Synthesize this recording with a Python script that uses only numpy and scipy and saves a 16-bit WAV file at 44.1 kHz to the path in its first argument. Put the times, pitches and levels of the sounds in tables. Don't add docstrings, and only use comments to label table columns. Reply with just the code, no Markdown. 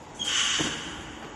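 import sys
import numpy as np
from scipy import signal
from scipy.fft import rfft, irfft, next_fast_len
from scipy.io import wavfile
from scipy.ndimage import uniform_filter1d, map_coordinates

SR = 44100
rng = np.random.default_rng(int(sys.argv[2]) if len(sys.argv) > 2 else 0)


def nominal_scale(level):
    x = np.asarray(level, float) / 20
    return 10 ** x


def bounce(signal):
    frames = np.transpose(np.atleast_2d(signal))
    limited = np.clip(frames, -1, 1)
    pcm = np.round(limited * 32767).astype(np.int16)
    wavfile.write(sys.argv[1], SR, pcm)


N = 59535


def unit(x):
    return x / np.sqrt(np.mean(x ** 2) + 1e-20)


def along(points, hz):
    f, v = np.transpose(points)
    return np.interp(np.log(hz + 1), np.log(f + 1), v)


def curves(rows):
    s, *cols = np.transpose(rows)
    return [np.interp(np.arange(N) / SR, s, c) for c in cols]


def wobble(rate_hz):
    return map_coordinates(rng.standard_normal(2000), [np.arange(N) * rate_hz / SR])


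def swell(start_s, len_s):
    u = 2 * np.clip(np.arange(N) / SR - start_s, 0, None) / len_s
    return u * np.exp(1 - u)


def filtered(x, response):
    m = next_fast_len(N + SR // 2)
    return irfft(rfft(x, m) * response(np.fft.rfftfreq(m, 1 / SR)), m)[..., :N]


def resonances(table):
    def response(f):
        total = 0
        for k, (hz, width, db) in enumerate(table):
            damping = 1j * f * width
            total = total + (-1) ** k * nominal_scale(db) * damping / (hz * hz - f * f + damping)
        return total
    return response


def noise(spectrum):
    shut = [(spectrum[0][0] / 2, -90), *spectrum, (spectrum[-1][0] * 2, -120)]
    return unit(filtered(rng.standard_normal(N), lambda hz: nominal_scale(along(shut, hz))))


# pitch_hz [Hz], level_db [dB per Hz]
WASH_COLOUR = [(18, -48), (30, -15), (178, -8.5), (228, -6), (688, -11.5), (840, -7), (1160, -16),
               (6890, -31), (12000, -37), (15500, -96), (22000, -120)]
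# pitch_hz [Hz], level_db [dB]
MOTOR_HUM = [(76, -59.5), (153, -55), (227, -57), (300, -54), (819, -59.5), (844, -57), (868, -60.5),
             (968, -59.5)]
# start_s [s], level_db [dB]
RUMBLE_LEVEL = [(0, -62), (.25, -51), (.4, -53), (.55, -57), (.62, -41.5), (.78, -53.5), (.92, -46),
                (1.05, -45), (1.15, -50.5), (1.35, -55)]
# pitch_hz [Hz], level_db [dB]
RUMBLE_COLOUR = [(25, -22), (48, 7), (78, 7.5), (160, -2.5), (330, 2.5), (500, -64)]


def shop():
    t = np.arange(N) / SR
    wash_db, hum_sway_db = -42 - 3.5, 1.5
    whine_hz, whine_width_hz, whine_db, whine_sway_db = 6810, 410, -60, 2.5
    wash = nominal_scale(wash_db + wobble(7.3)) * noise(WASH_COLOUR)
    hum = 0
    for hz, db in MOTOR_HUM:
        level = nominal_scale(db + hum_sway_db * wobble(11.7))
        hum = hum + level * np.sin(2 * np.pi * hz * t + wobble(6.43))
    whine = unit(filtered(rng.standard_normal(N), resonances([(whine_hz, whine_width_hz, 0)])))
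    whine = whine * nominal_scale(whine_db + whine_sway_db * wobble(19.4))
    rumble_db, = curves(RUMBLE_LEVEL)
    rumble = nominal_scale(rumble_db + 0.76 * wobble(10.2)) * noise(RUMBLE_COLOUR)
    return wash + hum + whine + rumble


# pitch_hz [Hz], ring_s [s]
HALL_RING = [(100, 2.9), (500, 2.2), (1500, 3.07), (3000, 1.82), (6500, 1.26), (11000, 2.17)]


def hall(x):
    delay_s = .02
    hz, t, z = signal.stft(rng.standard_normal(N), SR, nperseg=256)
    fade = nominal_scale(-60 * t / along(HALL_RING, hz)[:, None])
    tail = signal.istft(z * fade, SR, nperseg=256)[1]
    late = np.pad(x, (round(delay_s * SR), 0))
    return signal.fftconvolve(late, tail / np.linalg.norm(tail))[:N]


# start_s [s], level_db [dB], bright_db [dB], length_s [s], pitch_hz [Hz]
BLOWS = [(.2, -47, -12, .012, 250), (.225, -43, -10, .012, 330), (.262, -44, -8, .012, 480),
         (.3, -44, -12, .014, 240), (.33, -45, -12, .012, 330), (.585, -31, -3, .007, 1650),
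         (.595, -31, -6, .006, 520), (.603, -25, -14, .011, 310), (.642, -33, -10, .014, 220),
         (.666, -32, -12, .008, 310), (1.222, -43, 6, .012, 800), (1.24, -40, 4, .012, 430),
         (1.262, -43, 0, .01, 300)]
# pitch_hz [Hz], width_hz [Hz], level_db [dB]
FRAME = [(77, 40, -40), (152, 28, 5.5), (230, 14, -12), (286, 77, 2), (400, 83, 6), (597, 600, -3)]
# pitch_hz [Hz], width_hz [Hz], level_db [dB]
PLATE = [(810, 630, -3), (1650, 890, -1)]


def blows():
    t = np.arange(N) / SR
    ring_db, rattle_db, plate_db = 2, 12, 7
    tick_s, tick_hz, tick_db, tick_t60_s = 1.232, 4860, -44.5, 0.025
    low, high, ring = 0, 0, 0
    for start_s, db, bright_db, len_s, hz in BLOWS:
        push = nominal_scale(db) * swell(start_s, len_s)
        low = low + push
        high = high + push * nominal_scale(bright_db)
        ring = ring + push * np.sin(2 * np.pi * hz * (t - start_s))
    grit = rng.standard_normal((2, N))
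    rattle = filtered(low * grit[0], resonances(FRAME))
    plate = filtered(high * grit[1], lambda hz: resonances(PLATE)(hz) / (1 + 1j * hz / 2500))
    tick_level = (t > tick_s) * nominal_scale(tick_db - 60 * np.abs(t - tick_s) / tick_t60_s)
    tick = tick_level * np.sin(2 * np.pi * tick_hz * t)
    return nominal_scale(ring_db) * ring + nominal_scale(rattle_db) * rattle + nominal_scale(plate_db) * plate + tick


# start_s [s], pitch_hz [Hz], level_db [dB]
WHISTLE = [(.183, 3350, -69), (.198, 3260, -36.5), (.212, 3290, -35), (.219, 3190, -23.5),
           (.224, 3256, -40.5), (.229, 3220, -24.5), (.238, 3215, -42), (.266, 3230, -38),
           (.281, 3174, -25)]


def whistles():
    t = np.arange(N) / SR
    waver_hz = 26.7
    hz, db = curves(WHISTLE)
    on = (t > WHISTLE[0][0]) * np.clip((WHISTLE[-1][0] - t) / 0.012 + 1, 0, 1)
    low_turns = np.cumsum(hz + waver_hz * wobble(146.8)) / SR
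    low = on * nominal_scale(db) * np.sin(2 * np.pi * low_turns)
    upper_hz, from_s, to_s, upper_db = 6550, 0.1936, 0.2417, -41
    on = np.clip(np.minimum(t - from_s, to_s - t) / 0.0023, 0, 1)
    high_turns = np.cumsum(upper_hz + waver_hz * wobble(80)) / SR
    high = on * nominal_scale(upper_db + 0.96 * wobble(99)) * np.sin(2 * np.pi * high_turns)
    return np.sqrt(2) * (low + high)


# start_s [s], level_db [dB]
FLOW = [
    (.14, -102),
    (.15, -61),
    (.24, -45.5),
    (.29, -29.5),
    (.4, -24.5),
    (.55, -28.5),
    (.6, -29.5),
    (.68, -30.5),
    (.72, -79),
]
# pitch_hz [Hz], width_hz [Hz], level_db [dB]
PORT = [(1100, 147, -10), (1472, 120, -2.5), (1880, 460, -5), (3003, 273, 9), (3660, 750, -1.5),
        (4490, 250, -9.5), (6303, 1000, -2), (7310, 1110, -1.5), (9630, 2360, -12)]
# pitch_hz [Hz], level_db [dB]
JET = [(500, -47), (1100, 6), (3700, -6.5), (4100, -2.5), (4500, 5.5), (7600, -5), (9000, -6.5),
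       (10500, -7)]
# pitch_hz [Hz], level_db [dB]
LEAK = [(4500, -32), (6000, -1.5), (8000, -8), (11500, -14)]
# pitch_hz [Hz], level_db [dB]
POP = [(4000, -6), (5800, -8), (7500, 1.5), (10000, -1), (12000, -12)]


def valve():
    t = np.arange(N) / SR
    eddy_hz, eddy_db = 178.4, 0.5
    leak_s, leak_rise_s, leak_db = .145, 0.0035, -50.5
    pop_s, pop_len_s, pop_db = 0.242, .022, -33
    flow_db, = curves(FLOW)
    jet = unit(filtered(noise(JET), resonances(PORT)))
    roar = jet * nominal_scale(flow_db + eddy_db * wobble(eddy_hz) + wobble(23.5))
    roar = roar * (t < FLOW[-1][0])
    leak_open = np.clip((t - leak_s) / leak_rise_s, 0, 1) * (t < FLOW[3][0])
    leak = nominal_scale(leak_db) * noise(LEAK) * leak_open
    pop = nominal_scale(pop_db) * noise(POP) * swell(pop_s, pop_len_s)
    return roar + leak + pop + whistles()


def scene():
    air, frame = valve(), blows()
    echo = hall(nominal_scale(-4.5) * air + nominal_scale(-4.5) * frame)
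    return (air + frame + echo + shop())[None]


# pitch_hz [Hz], margin [spreads of chance]
TREBLE_MARGIN = [(3700, 4), (4000, .2), (5000, .6), (6200, 1.8), (7500, 1.8), (8300, -.3), (9400, -2.5),
                 (10000, -.2), (10600, -1.7), (11300, -.7), (12000, -1.5)]
# start_s [s], margin [spreads of chance]
SPARE_MARGIN = [(0, -0.056), (.13, -0.46), (.16, 0.53), (.2, 0.74), (.26, 0.21), (.33, 0.47), (.45, 0.9),
                (.52, -0.15), (.63, 0.78), (.68, 0.31), (.78, 0.079), (.95, 0.93), (1.08, 0.41),
                (1.24, -0.27), (1.35, -0.8)]


def patchy_treble(x):
    margin_per_db, hole_db, band_hz = .22, -55, 345
    hz, t, z = signal.stft(x[0], SR, nperseg=2048, noverlap=1536)
    power = np.abs(z) ** 2 + 1e-20
    nearby = np.abs(uniform_filter1d(power, size=15, axis=0))
    line_db = 10 * np.log10(power / nearby)
    luck = unit(uniform_filter1d(rng.standard_normal((80, len(t))), size=3, axis=1))
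    chance = luck[(hz // band_hz).astype(int)]
    spare = np.interp(t, *np.transpose(SPARE_MARGIN)) * (hz > 7500)[:, None]
    score = chance + along(TREBLE_MARGIN, hz)[:, None] + spare + margin_per_db * line_db
    score[hz < TREBLE_MARGIN[0][0]] = 1
    holes = nominal_scale(hole_db * np.clip(.5 - 2 * score, 0, 1))
    return signal.istft(z * holes, SR, nperseg=2048, noverlap=1536)[1][None, :N]


def band_limit(x):
    return signal.sosfilt(signal.butter(12, 12110, fs=SR, output="sos"), x)


def record(dry):
    top_hz, notch_hz, notch_width_hz, notch_db = 12100, 4090, 190, -8

    def case(hz):
        notch = np.exp(-((hz - notch_hz) / notch_width_hz) ** 2)
        return (hz < top_hz) * nominal_scale(notch_db * notch)

    return band_limit(patchy_treble(filtered(dry, case)))


dry = scene()
out = record(dry)
bounce(out)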